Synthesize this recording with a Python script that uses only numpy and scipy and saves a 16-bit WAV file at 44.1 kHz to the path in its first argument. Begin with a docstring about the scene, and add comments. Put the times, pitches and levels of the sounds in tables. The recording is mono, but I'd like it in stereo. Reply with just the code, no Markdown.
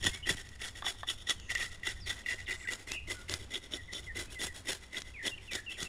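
"""Outdoors, at a plastic cleaning table: a fish is scaled, about four strokes/s with light return drags.
Scraping is random catch impulses, shaped by stroke force, exciting crackle, blade rings and table thud.
Single impulses with a short crumble make the snaps, bites, jolts, knocks, slaps and bumps.
Behind are songbirds (gliding sines) and an outdoor rumble with leaf hiss and breeze (shaped noise)."""
import sys
import numpy as np
from scipy import signal
from scipy.fft import rfft, irfft, next_fast_len
from scipy.io import wavfile
from scipy.ndimage import uniform_filter1d, map_coordinates

SR = 44100
rng = np.random.default_rng(int(sys.argv[2]) if len(sys.argv) > 2 else 0)


def pcm_store(signal):
    """Save signal as 16-bit PCM."""
    levels = np.round(np.clip(np.atleast_2d(signal), -1, 1) * 32767)
    wavfile.write(sys.argv[1], SR, levels.astype(np.int16).T)


N = 259556
T = np.arange(N) / SR
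PADDED = 2 * next_fast_len(N // 2 + SR // 4, True)
FREQS = np.maximum(np.fft.rfftfreq(PADDED, 1 / SR), 1)
SIDES = np.array([[1], [-1]])  # left, right

# Table levels are relative: mix gains follow.


def undb(db):
    """Decibels to gain."""
    return 10 ** (np.asarray(db) / 20)


def curve(points):
    """Spectrum table in dB, interpolated over log frequency."""
    hz, db = np.transpose(points)
    return np.interp(np.log(FREQS), np.log(hz), db)


def follow(table, times):
    """Columns of a time table, interpolated at the given times."""
    s, *columns = np.transpose(table)
    return [np.interp(times, s, column) for column in columns]


def unit(response):
    """Scale a response to preserve white-noise power."""
    return response / np.sqrt(np.mean(abs(response) ** 2))


def colour(points):
    """Minimum-phase response: the real cepstrum folded onto positive time."""
    cepstrum = irfft(np.log(undb(curve(points))))
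    cepstrum[1:PADDED // 2] *= 2
    cepstrum[PADDED // 2 + 1:] = 0
    return unit(np.exp(rfft(cepstrum)))


def modes(table):
    """Sum of damped resonators; neighbours swing in opposite senses."""
    total = 0
    for k, (hz, width_hz, db) in enumerate(table):
        resonator = 1 / (1 + 1j * (FREQS ** 2 - hz ** 2) / (FREQS * width_hz))
        total = total + (-1) ** k * undb(db) * resonator
    return unit(total)


def through(x, response):
    """Filter a sound by a frequency response."""
    return irfft(rfft(x, PADDED) * response)[..., :N]


def walk(rate_hz):
    """Smooth random wobble with a spread near 1."""
    k = max(int(SR / rate_hz), 1)
    steps = np.repeat(rng.standard_normal(N // k + 1), k)
    return 1.17 * uniform_filter1d(steps, k)[:N]


# left-right difference over the sum: f/Hz, level/dB
WIDTH_DB = [(100, -14.5), (300, -15), (700, -4), (2000, -10), (3800, -18), (5500, -6), (7800, -6.5),
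            (9100, 3.5), (10500, -8.5), (13000, -10)]


def at_ports(force, response):
    """Two microphone ports: random-sign impulses form the side signal, which differs per port."""
    side_force = force * rng.choice([-1, 1], N)
    side = through(side_force, response * undb(curve(WIDTH_DB)))
    return through(force, response) + SIDES * side


# outdoor noise spectrum: f/Hz, level/dB per Hz
OUTDOORS_SPECTRUM = [(20, 0), (45, -5), (63, 3), (76, -8), (90, 3), (115, -9.5), (200, -11), (500, -21.5),
                     (1000, -25.5), (3000, -30), (8000, -40), (11000, -47), (15000, -72)]
# slow course of the rumble: t/s, level/dB
RUMBLE_DB = [(0, -49), (.35, -46), (1.1, -55), (1.45, -51.5), (2.7, -54), (3.2, -50), (3.9, -56),
             (4.15, -51.5), (4.85, -57), (5.2, -52.5), (5.89, -58)]


def outdoors(level_db=2.0, breeze_db=-7, hiss_db=-53.0):
    """Distant rumble and leaf hiss split from one noise spectrum; breeze independent at each port."""
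    swell = undb(follow(RUMBLE_DB, T)[0] + 2.3 * walk(rate_hz=9))
    bass = 1 / (1 + (FREQS / 170) ** 4)
    spectrum = colour(OUTDOORS_SPECTRUM)
    rumble = at_ports(rng.standard_normal(N) * swell, spectrum * bass)
    flutter = undb(1.3 * walk(rate_hz=9))
    hiss = at_ports(rng.standard_normal(N) * flutter, spectrum * (1 - bass))
    breeze_spectrum = colour([(15, -3.0), (35, -7), (100, -22), (1000, -76)])
    breeze = through(rng.standard_normal((2, N)), breeze_spectrum)
    gusts = swell * undb(breeze_db + 3 * walk(rate_hz=4) + SIDES * 3.5)
    return undb(level_db) * rumble + undb(hiss_db) * hiss + gusts * breeze


# whistled notes: t/s, length/s, first f/Hz, last f/Hz, level/dB, burr depth/Hz
BIRD_NOTES = [(0.112, 0.064, 2050, 2250, -48, 30), (0.227, 0.03, 2800, 2930, -41.5, 139),
              (1.348, 0.15, 3400, 2710, -58.5, 132), (1.39, 0.23, 7000, 6060, -63, 400),
              (2.002, 0.065, 5700, 4380, -52.5, 130), (2.229, .03, 3670, 2400, -59, 30),
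              (2.46, 0.018, 3970, 2800, -48, 40), (2.57, 0.11, 7500, 7680, -57.5, 400),
              (2.638, 0.029, 2390, 1506, -45.5, 35), (2.899, 0.059, 2455, 2796, -43, 60),
              (2.942, 0.052, 2790, 2686, -39, 170), (3.138, 0.078, 1490, 1420, -53.5, 0),
              (3.76, 0.06, 2020, 1885, -47.5, 0), (3.879, 0.041, 2034, 1960, -46.5, 0),
              (4.067, 0.052, 2153, 1843, -42.5, -5), (4.277, .04, 2490, 2610, -56, 60),
              (4.326, .025, 2900, 2880, -55, 125.5), (4.351, 0.062, 2160, 1920, -44.5, 10),
              (4.473, 0.041, 2057, 1900, -44.5, -2), (5.139, 0.067, 2720, 2020, -47, 10),
              (5.183, 0.075, 2020, 1806, -43.5, 82), (5.311, 0.036, 2900, 2736, -43, 0),
              (5.341, 0.016, 2650, 3050, -49, -2), (5.375, 0.0144, 3500, 2310, -47, -3),
              (5.476, .067, 2920, 2195, -45, 10), (5.556, 0.048, 1970, 1770, -43.5, 101),
              (5.663, 0.0506, 2900, 2647, -40, 8), (5.712, 0.015, 2550, 3430, -38.5, 0),
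              (5.741, 0.023, 3380, 2240, -51, 3), (5.85, 0.028, 2980, 2610, -45, -6)]
GLIDE_POWER = 1.8  # fast slide first, then settling on the last pitch
BURR_HZ, BURR_AT_HZ, BURR_POWER = 84.7, 2743, 1.3  # burr rate at the reference pitch; faster above it


def birds(waver=0.018):
    """Near-pure whistles: sines gliding between two pitches, some with a fast FM burr."""
    song = np.zeros(N + SR)
    unsteady = 1 + waver * np.resize(walk(rate_hz=200), N + SR)
    for s, length_s, first_hz, last_hz, db, burr_depth_hz in BIRD_NOTES:
        u = np.linspace(0, 1, int(length_s * SR))
        span = slice(int(s * SR), int(s * SR) + len(u))
        glide_hz = last_hz + (first_hz - last_hz) * (1 - u) ** GLIDE_POWER
        burr_hz = BURR_HZ * (last_hz / BURR_AT_HZ) ** BURR_POWER
        burr = burr_depth_hz * np.sin(2 * np.pi * burr_hz * length_s * u)
        hz = glide_hz * unsteady[span] + burr
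        envelope = abs(np.sin(np.pi * u)) ** 0.3
        whistle = np.sin(2 * np.pi * np.cumsum(hz) / SR)
        song[span] += undb(db) * np.sqrt(2) * envelope * whistle
    return song[:N] * undb(SIDES * -.6)


def echoes(x, t60_s, wet_db, dull_hz, thin_hz):
    """Diffuse scatter from fence and foliage: decaying noise per port; long waves pass through them."""
    tail = rng.standard_normal((2, N)) * undb(-60 * T / t60_s) * (T > .004)
    tail /= np.sqrt(np.sum(tail ** 2, axis=1, keepdims=True))
    low_pass = 1 / (1 + 1j * FREQS / dull_hz)
    high_pass = 1 / (1 + thin_hz / (1j * FREQS))
    return undb(wet_db) * through(x, rfft(tail, PADDED) * low_pass * high_pass)


def blows(events, response, crumble_db, crumble_s):
    """One impulse per event plus a decaying noise crumble, through a peak-normalised response."""
    force, age = np.zeros(N + SR), T[:SR // 20]
    for s, db in events:
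        burst = undb(crumble_db) * rng.standard_normal(len(age)) * np.exp(-age / crumble_s)
        burst[0] = 1
        force[int(s * SR):int(s * SR) + len(age)] += undb(db) * burst
    return at_ports(force[:N], response / abs(irfft(response)).max())


# heavy pushes: t/s, level/dB
BUMPS = [(.052, -34), (.072, -32.5), (.305, -32.5), (.345, -40), (4.19, -43.5), (4.44, -40.5),
         (5.825, -38.5)]
# table-top flexing modes: f/Hz, width/Hz, level/dB
TABLE_FLEX_MODES = [(96, 21, -3), (168, 37, -1), (300, 66, -6)]


def bumps():
    """Heavy pushes flex the table top at its low modes."""
    return undb(-0.5) * blows(BUMPS, modes(TABLE_FLEX_MODES), crumble_db=-33, crumble_s=0.007)


# soft slaps of the fish: t/s, level/dB
SLAPS = [(.306, -31.5), (2.34, -39.5), (2.904, -42), (3.298, -37.5), (3.738, -32), (4.707, -40)]
# table modes: f/Hz, width/Hz, level/dB
TABLE_MODES = [(282, 103, -2.5), (378, 44.4, 3.5), (542.5, 107, -5.5), (632, 65, -3)]


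def slaps():
    """The fish slaps softly, ringing the table modes."""
    return undb(-2.0) * blows(SLAPS, modes(TABLE_MODES), crumble_db=-33.0, crumble_s=0.0045)


# tool against table: t/s, level/dB
KNOCKS = [(0.823, -32), (0.845, -35.5), (0.866, -32.5), (0.948, -51), (1.032, -32)]
# modes rung by a knock: f/Hz, width/Hz, level/dB
KNOCK_MODES = [(767, 130, 1), (1080, 160, 0.5), (1190, 115, 2.5), (1770, 134, -1), (3490, 76, 2)]


def knocks():
    """The tool knocks against the table, exciting hard, short modes."""
    return undb(2.5) * blows(KNOCKS, modes(KNOCK_MODES), crumble_db=-23, crumble_s=0.007)


# edge hangs on a scale, then jumps free: t/s, level/dB
JOLTS = [(.0603, -23.5), (.8649, -24), (1.0864, -22.5), (1.0964, -27), (1.292, -28), (2.1015, -31),
         (3.5425, -26), (3.5548, -24), (3.7354, -22.5), (4.9684, -25), (5.2784, -26.5)]
# upper blade modes: f/Hz, width/Hz, level/dB
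BLADE_HIGH_MODES = [(1330, 120, -22), (3030, 197, -2), (3326, 60, 5.5), (3467, 82, 6), (3780, 185, -3)]


def jolts():
    """The edge jumps free of a scale, ringing the blade's upper modes."""
    return undb(-3) * blows(JOLTS, modes(BLADE_HIGH_MODES), crumble_db=-18, crumble_s=0.0031)


# hard landings of the edge: t/s, level/dB
BITES = [(.7535, -38), (1.503, -27), (1.5544, -17), (1.6132, -21), (1.833, -26.5), (2.2612, -22),
         (2.4792, -26), (2.6738, -25.5), (2.6873, -23.5), (3.2834, -31.5), (4.4158, -20.5), (4.6713, -29),
         (4.9444, -27)]
# lower blade modes: f/Hz, width/Hz, level/dB
BLADE_LOW_MODES = [(1847, 42, 4), (1985, 66, 9), (2795, 74, -4), (3514, 127, -10.5)]


def bites():
    """The edge lands hard on the scales, ringing the blade's lower modes."""
    return undb(-6.0) * blows(BITES, modes(BLADE_LOW_MODES), crumble_db=-26, crumble_s=0.01)


# stiff scales tearing loose: t/s, level/dB
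SNAPS = [(.0425, -16), (.0514, -17), (.0654, -38), (.3104, -24), (.4903, -33), (.5604, -39), (.6814, -24.5),
         (1.2964, -13), (1.3992, -33), (1.5514, -18), (1.8905, -25), (2.1018, -38), (2.3436, -30),
         (2.7344, -20), (2.9186, -15.5), (3.1163, -27.5), (3.2962, -18), (3.3393, -12.5), (3.9345, -23),
         (4.1904, -23.5), (4.4158, -20.5), (4.4465, -22.5), (4.7313, -21), (4.9828, -22), (5.0195, -24),
         (5.5335, -19), (5.5526, -16.5), (5.8305, -17.5)]
# snap spectrum: f/Hz, level/dB per Hz
SNAP_SPECTRUM = [(300, 4), (900, -2.5), (2000, 3), (3800, 6.5), (7000, 5.5), (10000, -12), (12000, -12),
                 (16000, -46)]


def snaps():
    """Stiff scales tear loose: broadband impulses with a short crumble."""
    return undb(-3.5) * blows(SNAPS, colour(SNAP_SPECTRUM), crumble_db=-12.5, crumble_s=0.0018)


# scraping strokes: start t/s, length/s, crest level/dB
STROKES = [(0.028, 0.074, -35), (0.261, 0.077, -34.5), (0.597, 0.099, -44), (0.844, 0.071, -38),
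           (1.072, 0.055, -41.5), (1.272, 0.059, -37), (1.494, 0.04, -41.5), (1.546, 0.13, -42),
           (1.836, 0.091, -42), (2.061, 0.076, -41), (2.263, 0.088, -43), (2.473, 0.085, -42.5),
           (2.681, 0.072, -42), (2.871, 0.087, -46.5), (3.073, 0.075, -42), (3.286, 0.084, -42.5),
           (3.506, 0.078, -47), (3.712, 0.057, -46.5), (3.92, 0.076, -49.5), (4.153, 0.084, -41.5),
           (4.392, 0.087, -39), (4.657, 0.095, -37.5), (4.931, 0.073, -44), (5.23, 0.074, -41),
           (5.512, 0.075, -42.5), (5.774, .084, -43.5)]
# light return drags: start t/s, crest level/dB
DRAGS = [(0, -55), (.125, -48.5), (0.367, -51.5), (0.441, -60), (0.509, -60.5), (0.751, -52.5), (.965, -62),
         (1.177, -58), (1.701, -56), (1.955, -59), (2.165, -57.5), (2.383, -55), (2.599, -57.5),
         (2.78, -55), (3.185, -54.5), (3.39, -55), (3.615, -58.5), (3.8, -68.5), (4.026, -60.5),
         (4.303, -54), (4.542, -50), (4.81, -59.5), (5.052, -59), (5.42, -60), (5.698, -53)]
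CREST_SHARE, RISE_DB, FALL_DB = .56, 13, 12  # crest position within a stroke, swell and ease
USUAL_STROKE_DB, SWELL_DB_PER_DB = -41, 0.84  # harder strokes have a more pointed crest
DRAG_S, DRAG_SWELL_DB = 0.052, 5


def passes():
    """Strokes and drags as (start s, crest s, end s, rise dB, fall dB, level dB)."""
    rows = []
    for s, length_s, db in STROKES:
        pointed_db = SWELL_DB_PER_DB * (db - USUAL_STROKE_DB)
        crest = s + CREST_SHARE * length_s
        rows.append((s, crest, s + length_s, RISE_DB + pointed_db, FALL_DB + pointed_db, db))
    for s, db in DRAGS:
        rows.append((s, s + DRAG_S / 2, s + DRAG_S, DRAG_SWELL_DB, DRAG_SWELL_DB, db))
    return rows


CONTACT_DB = -71  # the edge never quite leaves the skin


def pressure(offset_db, swell=1.0, ease=0.81, bite_s=0.011, release_s=0.063):
    """Force of all passes: the edge bites, swells to a crest, eases and lifts off."""
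    power = np.zeros(N)
    for start, crest, end, rise_db, fall_db, db in passes():
        knots = np.sort([start - bite_s, start, crest, end, end + release_s])
        span = slice(max(int(knots[0] * SR), 0), int(knots[-1] * SR))
        shape_db = np.interp(T[span], knots, [-40, -rise_db * swell, 0, -fall_db * ease, -40])
        power[span] += undb(db + shape_db) ** 2
    return np.sqrt(power + undb(CONTACT_DB) ** 2) * undb(offset_db)


def catches(rate_hz, spread_db):
    """Random impulses of the edge catching on scales: many small, a few large; unit power."""
    size = undb(spread_db * np.minimum(rng.exponential(size=N), 3.3))
    x = (rng.random(N) < rate_hz / SR) * size * rng.choice([-1, 1], N)
    return x / x.std()


# crackle spectrum: f/Hz, level/dB per Hz
RASP_SPECTRUM = [(200, -22), (550, -1.5), (900, -5), (1500, 2.5), (2300, -2), (3500, 2.5), (4500, -2.5),
                 (5400, 1), (6000, -6), (6900, 2.5), (8300, -3), (10000, -1.5), (11000, -11.5),
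                 (15000, -22)]


def loose_scales(level_db=-14):
    """Single scales flick off during and just after each pass: sparse impulses, slow release."""
    flicks = catches(rate_hz=110, spread_db=2)
    ticks = flicks * pressure(0, swell=0.8, ease=0.55, bite_s=0.012, release_s=0.15)
    return undb(level_db) * at_ports(ticks, colour(RASP_SPECTRUM))


def off_the_rim(x, lag_s=0.0013, sway=0.1146, echo_db=-9):
    """The raised rim mirrors the crackle; the path sways with the hand, moving the comb filter."""
    late_samples = (T - lag_s * (1 + sway * walk(rate_hz=4))) * SR
    mirrored = np.array([map_coordinates(port, [late_samples]) for port in x])
    return (x + undb(echo_db) * mirrored) / np.hypot(1, undb(echo_db))


def detune(x, shift_hz):
    """Single-sideband shift of a ring by a slowly changing number of Hz."""
    analytic = signal.hilbert(x, PADDED)[..., :N]
    return np.real(analytic * np.exp(2j * np.pi * np.cumsum(shift_hz) / SR))


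# top blade modes: f/Hz, width/Hz, level/dB
BLADE_TOP_MODES = [(5516, 150, 2.5), (5565, 190, -2), (6960, 120, -18.5), (7050, 280, -6.5), (9260, 92, -9),
                   (10380, 63, -23)]
# ring freedom in the grip, relative to the rasp: t/s, low ring level/dB, high ring level/dB
GRIP_DB = [(.07, 0, 5.5), (.3, 3.5, 0), (.55, 4.5, -0.5), (1.1, -2.5, 8.5), (1.3, .5, 9), (1.52, 8, -1),
           (2.1, 4, 4), (2.3, 8.5, -4), (2.55, 11, -4), (2.73, 3.5, -5.5), (3.34, -0.5, -1), (3.55, 3.5, 4),
           (3.95, -2, 9), (4.19, 1, -4.5), (4.36, -11, 1), (4.97, 5.5, -0.5), (5.28, 2.5, 2.5),
           (5.55, 0.5, -0.5)]
# ring drift as the hand shifts on the blade: t/s, low ring shift f/Hz, high ring shift f/Hz
DRIFT_HZ = [(.07, -55, -40), (1.5, -28, 15), (2.3, 5.5, 61.5), (3.1, 65, 35.5), (4.4, 40, 16.5),
            (5.0, 40, -37), (5.8, 7.5, 25)]
# working place on the fish: t/s, place (0 tail, 1 head)
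PLACE = [(.07, 0.54), (.3, 0.53), (.65, 0.038), (.88, 0.42), (1.3, 0.059), (2.3, 0.32), (2.8, .65),
         (3.3, 0.72), (3.65, 0.97), (4.6, 0.52), (5.1, 0.84), (5.8, 0.58)]
THUD_TAIL_DB, THUD_HEAD_DB = -17.5, 0  # the thick head end passes more thud to the table
CRISP_DB_PER_DB = -0.38  # a loosely held blade rings more and cuts less crisply


def scraping():
    """The edge chatters over scale rows; shared catches crackle, ring the blade and shake the table."""
    low_db, high_db = follow(GRIP_DB, T)
    low_shift_hz, high_shift_hz = follow(DRIFT_HZ, T)
    thud_db = THUD_TAIL_DB + (THUD_HEAD_DB - THUD_TAIL_DB) * follow(PLACE, T)[0]
    crisp_db = CRISP_DB_PER_DB * low_db
    rows = unit(undb(2.55 * walk(rate_hz=200)))
    grains = catches(rate_hz=3300, spread_db=2.0) * rows

    rasp = off_the_rim(at_ports(grains * pressure(0), colour(RASP_SPECTRUM)))
    treble = through(rasp, 1 / (1 + (8000 / FREQS) ** 12))
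    rasp = rasp + (undb(crisp_db) - 1) * treble

    # low modes ring freely as a stroke begins, choked as it ends
    low_force = grains * pressure(low_db, swell=0.41, ease=1.44, bite_s=0.019, release_s=0.012)
    high_force = grains * pressure(high_db, swell=0.7, ease=1.27, bite_s=0.0087, release_s=0.012)
    low_ring = detune(at_ports(low_force, modes(BLADE_LOW_MODES)), low_shift_hz)
    high_ring = detune(at_ports(high_force, modes(BLADE_HIGH_MODES)), high_shift_hz)
    top_ring = at_ports(high_force, modes(BLADE_TOP_MODES))

    thud_force = grains * pressure(thud_db, swell=0.4, ease=1.0, bite_s=0.01, release_s=0.017)
    thud = at_ports(thud_force, modes(TABLE_MODES))
    rings = undb(-0.54) * low_ring + undb(-1.63) * high_ring + undb(-9.5) * top_ring
    return undb(1.87) * rasp + rings + undb(0.37) * thud


# left minus right: f/Hz, level/dB
BALANCE_DB = [(300, 0), (1000, -1), (1900, -3), (3300, -1), (6000, .5), (9300, -2), (13000, -1.5)]


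def scene():
    """Work at the table, a little to the right, with birds and rumble behind."""
    song = birds()
    far = undb(-2) * song + echoes(song, t60_s=0.35, wet_db=-4, dull_hz=6000, thin_hz=506)
    work = bumps() + slaps() + knocks() + jolts() + bites() + snaps() + loose_scales() + scraping()
    work = through(work, undb(SIDES * curve(BALANCE_DB) / 2))
    near = work + echoes(work, t60_s=0.55, wet_db=-17, dull_hz=5000, thin_hz=1670)
    return outdoors() + far + near


def record(dry):
    """The camera cuts the top: a steep elliptic low-pass."""
    top_hz, ripple_db, stop_db = 15500, .2, 70
    low_pass = signal.ellip(8, ripple_db, stop_db, top_hz, fs=SR, output="sos")
    return signal.sosfilt(low_pass, dry)


dry = scene()
out = record(dry)
pcm_store(out)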